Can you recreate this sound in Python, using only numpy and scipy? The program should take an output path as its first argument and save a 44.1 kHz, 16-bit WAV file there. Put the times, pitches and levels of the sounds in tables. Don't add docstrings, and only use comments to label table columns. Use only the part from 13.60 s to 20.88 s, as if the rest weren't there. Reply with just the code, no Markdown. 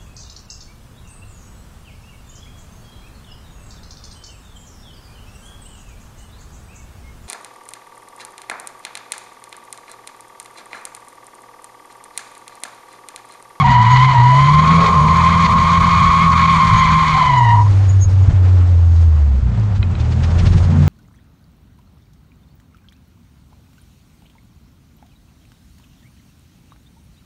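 import sys
import numpy as np
from scipy import signal
from scipy.fft import rfft, irfft
from scipy.io import wavfile
from scipy.ndimage import uniform_filter1d

SR = 44100
rng = np.random.default_rng(int(sys.argv[2]) if len(sys.argv) > 2 else 0)


def to_wav(s):
    ch = np.atleast_2d(s).T
    pcm = np.round(np.clip(ch, -1, 1) * 32767)
    wavfile.write(sys.argv[1], SR, pcm.astype(np.int16))


def ratio(d):
    e = np.asarray(d, float) / 20
    return 10 ** e


N = 321048

# t/s, firing f/Hz, boom level/dB, throttle [0-1]
REVS = [(0.0, 148, -15, 0.6), (0.235, 109.8, -12.5, 0.52), (0.33, 127.2, -10, 0.47),
        (0.55, 133, -12.5, 0.38), (1.19, 170, -13, 1), (1.32, 170, -20.5, .85), (2.0, 171, -19.5, 0.9),
        (3.5, 160, -21, 0.71), (3.63, 149.6, -23.5, 0.4), (3.85, 114, -11.5, 0.43), (4.14, 96.9, -10, 0),
        (4.76, 93.3, -9, 0), (5.45, 82.07, -9, 0.02), (5.79, 64, -13, 0.56), (5.83, 122.5, -21.5, 0.53),
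        (6.42, 78.5, -18, 0.58), (6.93, 88.6, -14, 0.86), (7.28, 90, -12, 0.1)]
# t/s, level/dB
SCUFFING = [(0, -69), (.9, -50), (3.5, -50), (4.5, -58.5), (5.0, -67.5), (5.35, -58.5), (6.15, -76),
            (6.85, -55), (7.28, -58)]


def rms_one(x):
    return x / np.sqrt(np.mean(x ** 2) + 1e-20)


def in_time(rows):
    s, *columns = np.transpose(rows)
    return [np.interp(np.arange(N) / SR, s, c) for c in columns]


def at_hz(points, hz):
    spectrum_hz, spectrum_db = np.array(points).T
    return np.interp(np.log(hz), np.log(spectrum_hz), spectrum_db)


def drift(rate_hz):
    r = np.exp(-20 * np.pi * rate_hz / SR)
    noise = rng.standard_normal(N // 10 + 2002)
    slow = signal.lfilter([1], [1, -2 * r, r * r], noise)[2000:]
    return np.interp(np.arange(N) / 10, np.arange(len(slow)), rms_one(slow))


def phase_of(hz):
    return 2 * np.pi * np.cumsum(hz) / SR


def bump(s, length_s):
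    return np.exp(-((np.arange(N) / SR - s) / length_s) ** 2 * 2)


def bumps_db(events):
    return sum(db * bump(s, length_s) for s, length_s, db in events)


def kick(s, recovery_s):
    late_s = np.maximum(np.arange(N) / SR - s, 0)
    return np.minimum(late_s / 0.01984, 1) * np.exp(-late_s / recovery_s)


def while_on(rows):
    gate = np.interp(np.arange(N) / SR, [rows[0][0], rows[-1][0]], [1, 1], 0, 0)
    return uniform_filter1d(gate, size=800, mode="nearest")


def band(x, order, low_hz, high_hz):
    return signal.sosfilt(signal.butter(order, [low_hz, high_hz], "band", fs=SR, output="sos"), x)


def coloured(spectrum, patchy_db, rate_hz, ref_hz):
    hz = np.maximum(np.fft.rfftfreq(N, 1 / SR), 1)
    bins = rfft(rng.standard_normal(N)) * ratio(at_hz(spectrum, hz))
    inside = (hz > ref_hz[0]) & (hz < ref_hz[1])
    bins /= np.sqrt(2 * np.sum(np.abs(bins[inside]) ** 2)) / N
    octave, together = np.log2(hz / 20), drift(rate_hz)
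    total = np.zeros(N)
    for k in range(-1, 11):
        if spectrum[0][0] / 2 < 20 * 2 ** k < spectrum[-1][0] * 2:
            part = irfft(bins * np.clip(1 - np.abs(octave - k), 0, 1), N)
            total += part * ratio(patchy_db * (0.47 * together + 0.69 * drift(rate_hz)))
    return total


def engine():
    # multiple of firing f, level/dB
    order_db = [(1.5, -2.5), (2.5, -8.5), (3, -3), (3.5, -3), (4, 1.5)]
    # f/Hz, level/dB
    pipe_db = [(40, 2), (130, 11), (200, -11), (330, -9.5), (430, -8.5), (800, -10)]
    # t/s, length/s, boom dip/dB, thud level/dB
    misses = [(.53, .04, -6, -25), (1.26, .04, -6, -25), (4.447, .016, -13, -13), (4.51, .025, -5, -25),
              (4.663, .016, -11, -22), (4.72, .016, -15, -15), (5.07, .02, -3, -28), (5.81, .02, -8, -20)]
    # t/s, recovery/s, share of revs lost [0-1], boom gain/dB
    bogs = [
        (.56, .3, .13, 3.5),
        (1.359, .14, .17, 8),
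        (1.852, 0.0607, .06, -9),
        (5.97, .15, 0.0, 7),
    ]
    # t/s, recovery/s, gain/dB
    clutch_slip = (5.8, 0.18, 22)
    second_db, three_quarter_db, lumpy_db = -32.5, -7, 2
    half_shut_db, half_open_db, half_full_throttle = -45, -22.5, 0.83
    upper_shut_db, upper_open_db = -52.5, -25.5

    hz, first_db, throttle = in_time(REVS)
    hz = hz * (1 - sum(share * kick(s, recovery_s) for s, recovery_s, share, db in bogs))
    first_db = first_db + sum(db * kick(s, recovery_s) for s, recovery_s, share, db in bogs)
    half_db = np.interp(throttle ** 2, [0, half_full_throttle ** 2], [half_shut_db, half_open_db])
    slip_s, slip_recovery_s, slip_db = clutch_slip
    half_db = half_db + slip_db * kick(slip_s, slip_recovery_s) + lumpy_db * drift(5)
    upper_db = np.interp(throttle ** 2, [0, 1], [upper_shut_db, upper_open_db])
    phase = phase_of(hz * (1 + 0.01196 * drift(25.5)))

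    lines = [(1, first_db),
             (2, first_db + second_db + lumpy_db * drift(3.1)),
             (1 / 2, half_db),
             (3 / 4, half_db + three_quarter_db + lumpy_db * drift(18))]
    lines += [(k, upper_db + db + at_hz(pipe_db, k * hz)) for k, db in order_db]
    boom = np.zeros(N)
    for k, db in lines:
        boom += np.sqrt(2) * ratio(db + 0.35 * drift(18)) * np.sin(k * phase + rng.uniform(0, 2 * np.pi))
    gaps = ratio(sum(dip_db * bump(s, length_s) for s, length_s, dip_db, thud_db in misses))
    thuds = sum(-ratio(thud_db) * bump(s, 0.6 * length_s) for s, length_s, dip_db, thud_db in misses)
    return boom * gaps + signal.sosfilt(signal.butter(2, 25, "high", fs=SR, output="sos"), thuds)


def tyres():
    # t/s, slip f/Hz, squeal level/dB
    slip = [(0.0, 1083, -13.5), (0.033, 1075, -13), (0.047, 965.1, -11.5), (0.4, 998.3, -12.5),
            (0.465, 1040, -13.5), (0.51, 985, -11.5), (0.6, 946.8, -12), (0.77, 1021, -14),
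            (1.15, 1087, -14), (1.5, 1051, -13), (2.66, 1087, -13), (3.3, 1046, -13.5), (3.52, 1066, -15),
            (3.75, 981, -12), (3.9, 948, -12), (4.01, 953, -12.5), (4.07, 975, -23.5), (4.09, 970, -39)]
    # t/s, roughness [0-1]
    roughness = [(0, .8), (.7, .76), (1.1, .97), (3.5, .97), (3.75, .75), (4.0, .72), (4.1, .9)]
    # multiple of slip f, level/dB
    overtone_db = [(2, 10), (3, 0.5), (4, -13.5), (5, -23), (6, -29.5)]
    # f/Hz, level/dB per Hz
    scrub_colour = [(250, -9.5), (500, 0.5), (800, 2.5), (1250, 22.5), (1700, 16.5), (2300, 19.5),
                    (3500, 11), (4400, 12.5), (5100, -0.5), (6900, 1.5), (10000, -28), (11500, -49),
                    (15000, -65.5)]
    # t/s, length/s, level/dB
    catches = [(.035, .012, -10), (.47, .02, -6), (1.015, .008, -12), (1.88, .012, -8), (2.195, .012, -14),
               (2.87, .01, -10), (4.045, .02, -9)]
    # t/s, length/s, level/dB
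    surges = [(0.124, 0.037, 5.5), (0.424, 0.14, 4.5), (0.6, 0.18, -3), (1.273, 0.022, 6),
              (1.41, 0.19, -10.5), (1.96, 0.044, -10.5), (2.61, 0.031, 3.5), (2.692, 0.02946, -11.5),
              (2.9, 0.12, 2.5), (3.235, 0.052, 5.5), (3.498, 0.041, 2.5), (3.82, .04, -5), (3.9, .04, 2.5)]
    # scrub fade t/s, scrub fade/(dB/s), overtone fade t/s, overtone fade/(dB/s)
    grip_return = (3.63, 43, 3.89, 120)
    # f/Hz, width/Hz, level/dB
    ground_notch = (2720, 220, -11)

    (hz, main_db), (rough,), t = in_time(slip), in_time(roughness), np.arange(N) / SR
    scrub_s, scrub_fade, tone_s, tone_fade = grip_return
    catch_db = bumps_db(catches)
    bite_db = 0.8 * drift(14) + catch_db + bumps_db(surges)
    over_db = -27.5 + 10.5 * (1 - rough) + bite_db - tone_fade * np.maximum(t - tone_s, 0)
    hiss_db = -42.5 + 10 * (rough - 1) + 0.49 * bite_db - scrub_fade * np.maximum(t - scrub_s, 0)

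    phase = phase_of(hz * (1 + rough * (0.013 * drift(50) + 0.019 * drift(250))))
    main = np.exp(1j * phase) * ratio(rough * (6.2 * drift(60) + 2.6 * drift(130)))
    overtones = np.zeros(N)
    for k, db in overtone_db:
        steady_tilt_db = 9 * (1 - rough) * (k - 2.5)
        overtones += ratio(db + steady_tilt_db) * np.sin(k * phase)
    overtones *= ratio(2 * drift(50))
    for detune in [-0.06, 0.02, 0.06, 0.13]:
        phase = phase_of(hz * (1 + rough ** 2 * (detune + 0.022 * drift(40) + 0.026 * drift(250))))
        grip = rough ** 2 * ratio(3.0 * drift(60))
        main = main + ratio(-9.5) * grip * np.exp(1j * phase)
        overtones += ratio(-4) * grip * sum(ratio(db) * np.sin(k * phase) for k, db in overtone_db)

    main = (main / (1 + np.abs(main) ** 2 / 0.6) ** 0.35).imag
    main *= ratio(catch_db)
    overtones /= np.sqrt(uniform_filter1d(overtones ** 2, size=8000))
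    scrub = coloured(scrub_colour, 3.2, 53, ref_hz=(4700, 9000))
    slide = ratio(main_db) * rms_one(main) * while_on(slip) + ratio(over_db) * overtones + ratio(hiss_db) * scrub
    centre_hz, width_hz, depth_db = ground_notch
    offset = (np.fft.rfftfreq(N, 1 / SR) - centre_hz) / (width_hz / 2)
    return irfft(rfft(slide) * ratio(depth_db / (1 + offset ** 2)), N)


def air():
    # t/s, level/dB
    airspeed = [(0, -54.5), (.45, -46), (1.05, -42), (2.5, -44.5), (3.2, -52.5), (3.7, -44), (4.5, -43),
                (5.0, -40.5), (5.7, -45), (6.2, -44.5), (6.8, -37), (7.28, -37.5)]
    # f/Hz, level/dB per Hz
    buffet_colour = [(15, 0.5), (30, 7), (60, 13), (120, 14), (170, -0.5), (260, -24), (400, -44.5)]
    rumble_colour = [(100, -29.5), (150, 6), (210, 4.5), (250, -6.5), (300, -42)]
    road_colour = [(150, -29.5), (250, -8), (344, -9), (700, -13.5), (753, -12.5), (1340, -17),
                   (1510, -19.5), (8000, -39.5), (10400, -75.5), (17600, -120)]
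    hiss_colour = [(1500, -10), (4000, 3.5), (6700, 2.5), (7600, -5.5), (8500, -3), (10000, -13),
                   (11500, -26), (15000, -67)]
    # t/s, length/s, level/dB
    gusts = [(.7, 0.18, -4), (2.4, 0.16, 5), (2.85, .1, -5), (3.115, .1, 9), (3.801, 0.13, -8),
             (4.697, 0.067, 10.5), (5.8, .1, 4), (6.2, 0.084, 4.5), (6.95, .2, 5)]
    # t/s, length/s, level/dB
    shudders = [
        (0.045, 0.29, 11.5),
        (4.72, 0.16, 4.5),
        (7.183, 0.15, 22.5),
    ]
    # t/s, length/s, level/dB
    swells = [(4.18, 0.21, 4), (4.687, .1, 3), (4.5, .05, 2.5), (4.868, .06, 3), (5.25, .1, -2),
              (6.022, .12, 2)]

    (road_db,), (hiss_db,), throttle = in_time(airspeed), in_time(SCUFFING), in_time(REVS)[2]
    buffet_db = -32 + 0.15 * (road_db - road_db.mean()) + 2.5 * drift(1.9) + bumps_db(gusts)
    rumble_db = np.interp(throttle, [0, 1], [-42, -23.5]) + bumps_db(shudders)
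    buffet = ratio(buffet_db - 0.5) * coloured(buffet_colour, 1.8, 10, ref_hz=(20, 55))
    rumble = ratio(rumble_db - 3.5) * coloured(rumble_colour, 3.5, 7.1, ref_hz=(185, 240))
    road = ratio(road_db - 1.5 + bumps_db(swells)) * coloured(road_colour, 1.78, 20, ref_hz=(280, 400))
    hiss = ratio(hiss_db - 6.0) * coloured(hiss_colour, 3.0, 14, ref_hz=(7500, 9500))
    return buffet + rumble + road + hiss


def low_squeal():
    # t/s, f/Hz, peak level/dB, decay/(dB/s)
    yelps = [(.03, 770, -17, 150), (.12, 724, -26, 149), (.32, 792, -32, 58), (.45, 730, -25.5, 145),
             (.54, 700, -23, 118), (.73, 654, -25, 78), (3.539, 773, -22, 118.5), (3.62, 700, -24, 118),
             (3.72, 690, -26, 100)]
    rise_db_per_s = 600.5
    out, t = np.zeros(N), np.arange(N) / SR
    wobble = 1 + 0.021 * drift(40) + 0.043 * drift(190)
    flicker_db = 5.6 * drift(30)
    for s, hz, db, decay_db_per_s in yelps:
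        shape_db = np.minimum(rise_db_per_s * (t - s), decay_db_per_s * (s - t))
        out += ratio(db - 5.5 + flicker_db + shape_db) * np.sin(phase_of(hz * wobble))
    return out


def brake():
    # t/s, peak level/dB, f/Hz, length/s
    pad_chirps = [(0.296, -28.5, 6580, 0.063), (3.155, -26, 6610, 0.068), (3.766, -33, 6960, 0.04),
                  (4.284, -26, 6700, 0.035), (4.32, -37, 6730, 0.029), (4.4036, -18.5, 6610, 0.057),
                  (4.617, -41, 6800, 0.036)]
    drag_hz, drag_width_hz, octave_width_hz, octave_end_s = 6640, 70, 600, 2.35
    wobble = 1 + 0.016 * drift(150)
    chirps = np.zeros(N)
    for s, db, hz, length_s in pad_chirps:
        chirps += ratio(db - 6.0) * bump(s + length_s / 2, length_s / 2) * np.sin(phase_of(hz * wobble))
    scuff_db, = in_time(SCUFFING)
    drag_db = -50 + scuff_db - scuff_db.max()
    drag = np.sin(phase_of(drag_hz + drag_width_hz * drift(200))) * ratio(2.2 * drift(20))
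    octave = np.sin(phase_of(2 * drag_hz + octave_width_hz * drift(900))) * ratio(-19 + 3.0 * drift(8))
    return chirps + ratio(drag_db - 1) * (drag + octave * while_on([(0,), (octave_end_s,)]))


def roar():
    # t/s, level/dB
    roar_db = [(1.0, -39.5), (1.22, -27), (1.55, -37)]
    # f/Hz, level/dB per Hz
    roar_colour = [(300, -46), (420, -6), (600, -12), (850, -11.5), (1100, -25)]
    gas = coloured(roar_colour, 1.6, 25, ref_hz=(350, 900))
    return while_on(roar_db) * ratio(in_time(roar_db)[0]) * gas


def valve():
    # start t/s, end t/s, puff rate/Hz, level/dB
    flutter = (3.4, 4.5, 11, -62)
    start_s, end_s, rate_hz, level_db = flutter
    puffs = np.maximum(np.sin(2 * np.pi * rate_hz * (np.arange(N) / SR - 3.99)), 0) ** 2
    hiss = band(rng.standard_normal(N), 2, 6800, 9800)
    return ratio(level_db) * bump((start_s + end_s) / 2, (end_s - start_s) / 2) * puffs * rms_one(hiss)


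def grit():
    # t/s, peak level/dB
    sprays = [(4.641, -46), (4.856, -53), (6.148, -32.5), (6.392, -29), (6.44, -35), (6.509, -29.5),
              (6.627, -23.5), (6.695, -30.5), (6.781, -23), (6.854, -21), (6.919, -28), (6.966, -27.5),
              (7.028, -32), (7.098, -37), (7.217, -33.5)]
    # t/s, peak level/dB
    ticks = [(5.3637, -23.5), (5.7808, -33), (5.9968, -23.5), (6.0252, -38.5), (6.1804, -28),
             (6.3145, -26.5), (6.568, -31), (6.8394, -22)]
    # t/s, peak level/dB
    knocks = [
        (6.228, -8.5),
        (6.352, -17.5),
    ]
    # f/Hz, level/dB, t60/s
    panel_modes = [(1400, -8, 0.024), (2080, -7.5, 0.024), (2500, -7, 0.04), (3140, -7, .02),
                   (3962, -4, 0.016)]
    spray_hz, spray_s, tick_decay_s, knock_rise_s = 1270, 0.02, 0.0027, 0.00097

    out, t = np.zeros(N), np.arange(SR // 5) / SR
    for s, db in sprays:
        body = band(rng.standard_normal(len(t)), 1, 0.35 * spray_hz, 2.8 * spray_hz)
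        burst = ratio(db - 6.5) * rms_one(body) * np.exp(-(t / spray_s - 1) ** 2 * 2)
        at = round((s - 0.25 * spray_s) * SR)
        out[at:at + len(t)] += burst[:N - at]
    for s, db in ticks:
        at = round(s * SR)
        click = np.gradient(rng.standard_normal(len(t)))
        out[at:at + len(t)] += ratio(db - 6.0) * click * np.exp(-t / tick_decay_s)
    for s, db in knocks:
        at = round(s * SR)
        rings = np.zeros(len(t))
        for hz, mode_db, t60_s in panel_modes:
            rings += ratio(mode_db - 60 * t / min(t60_s, 0.04)) * np.sin(2 * np.pi * hz * t)
        out[at:at + len(t)] += ratio(db - 9.0) * rings * np.minimum(t / knock_rise_s, 1)
    return signal.sosfilt(signal.butter(4, 6200, fs=SR, output="sos"), out)


def gear():
    # t/s, f/Hz, level/dB
    gear_hum = [(6.3, 119.6, -30), (6.47, 116.1, -21), (6.84, 131.1, -29.5), (6.95, 142.3, -26),
                (7.2, 145.9, -16.5), (7.28, 146.2, -15)]
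    hz, level_db = in_time(gear_hum)
    hum = np.sin(phase_of(hz * (1 + 0.024 * drift(36))))
    return while_on(gear_hum) * np.sqrt(2) * ratio(level_db + 1.0 * drift(27)) * hum


def scene():
    car = engine() + roar() + valve() + gear() + brake()
    ground = tyres() + low_squeal() + grit()
    return (car + ground + air())[None]


def band_limit(x):
    return signal.sosfilt(signal.butter(12, 14400, fs=SR, output="sos"), x)


def record(dry):
    mix = 1.199 * np.tanh(dry / 1.09)
    return band_limit(mix)


dry = scene()
out = record(dry)
to_wav(out)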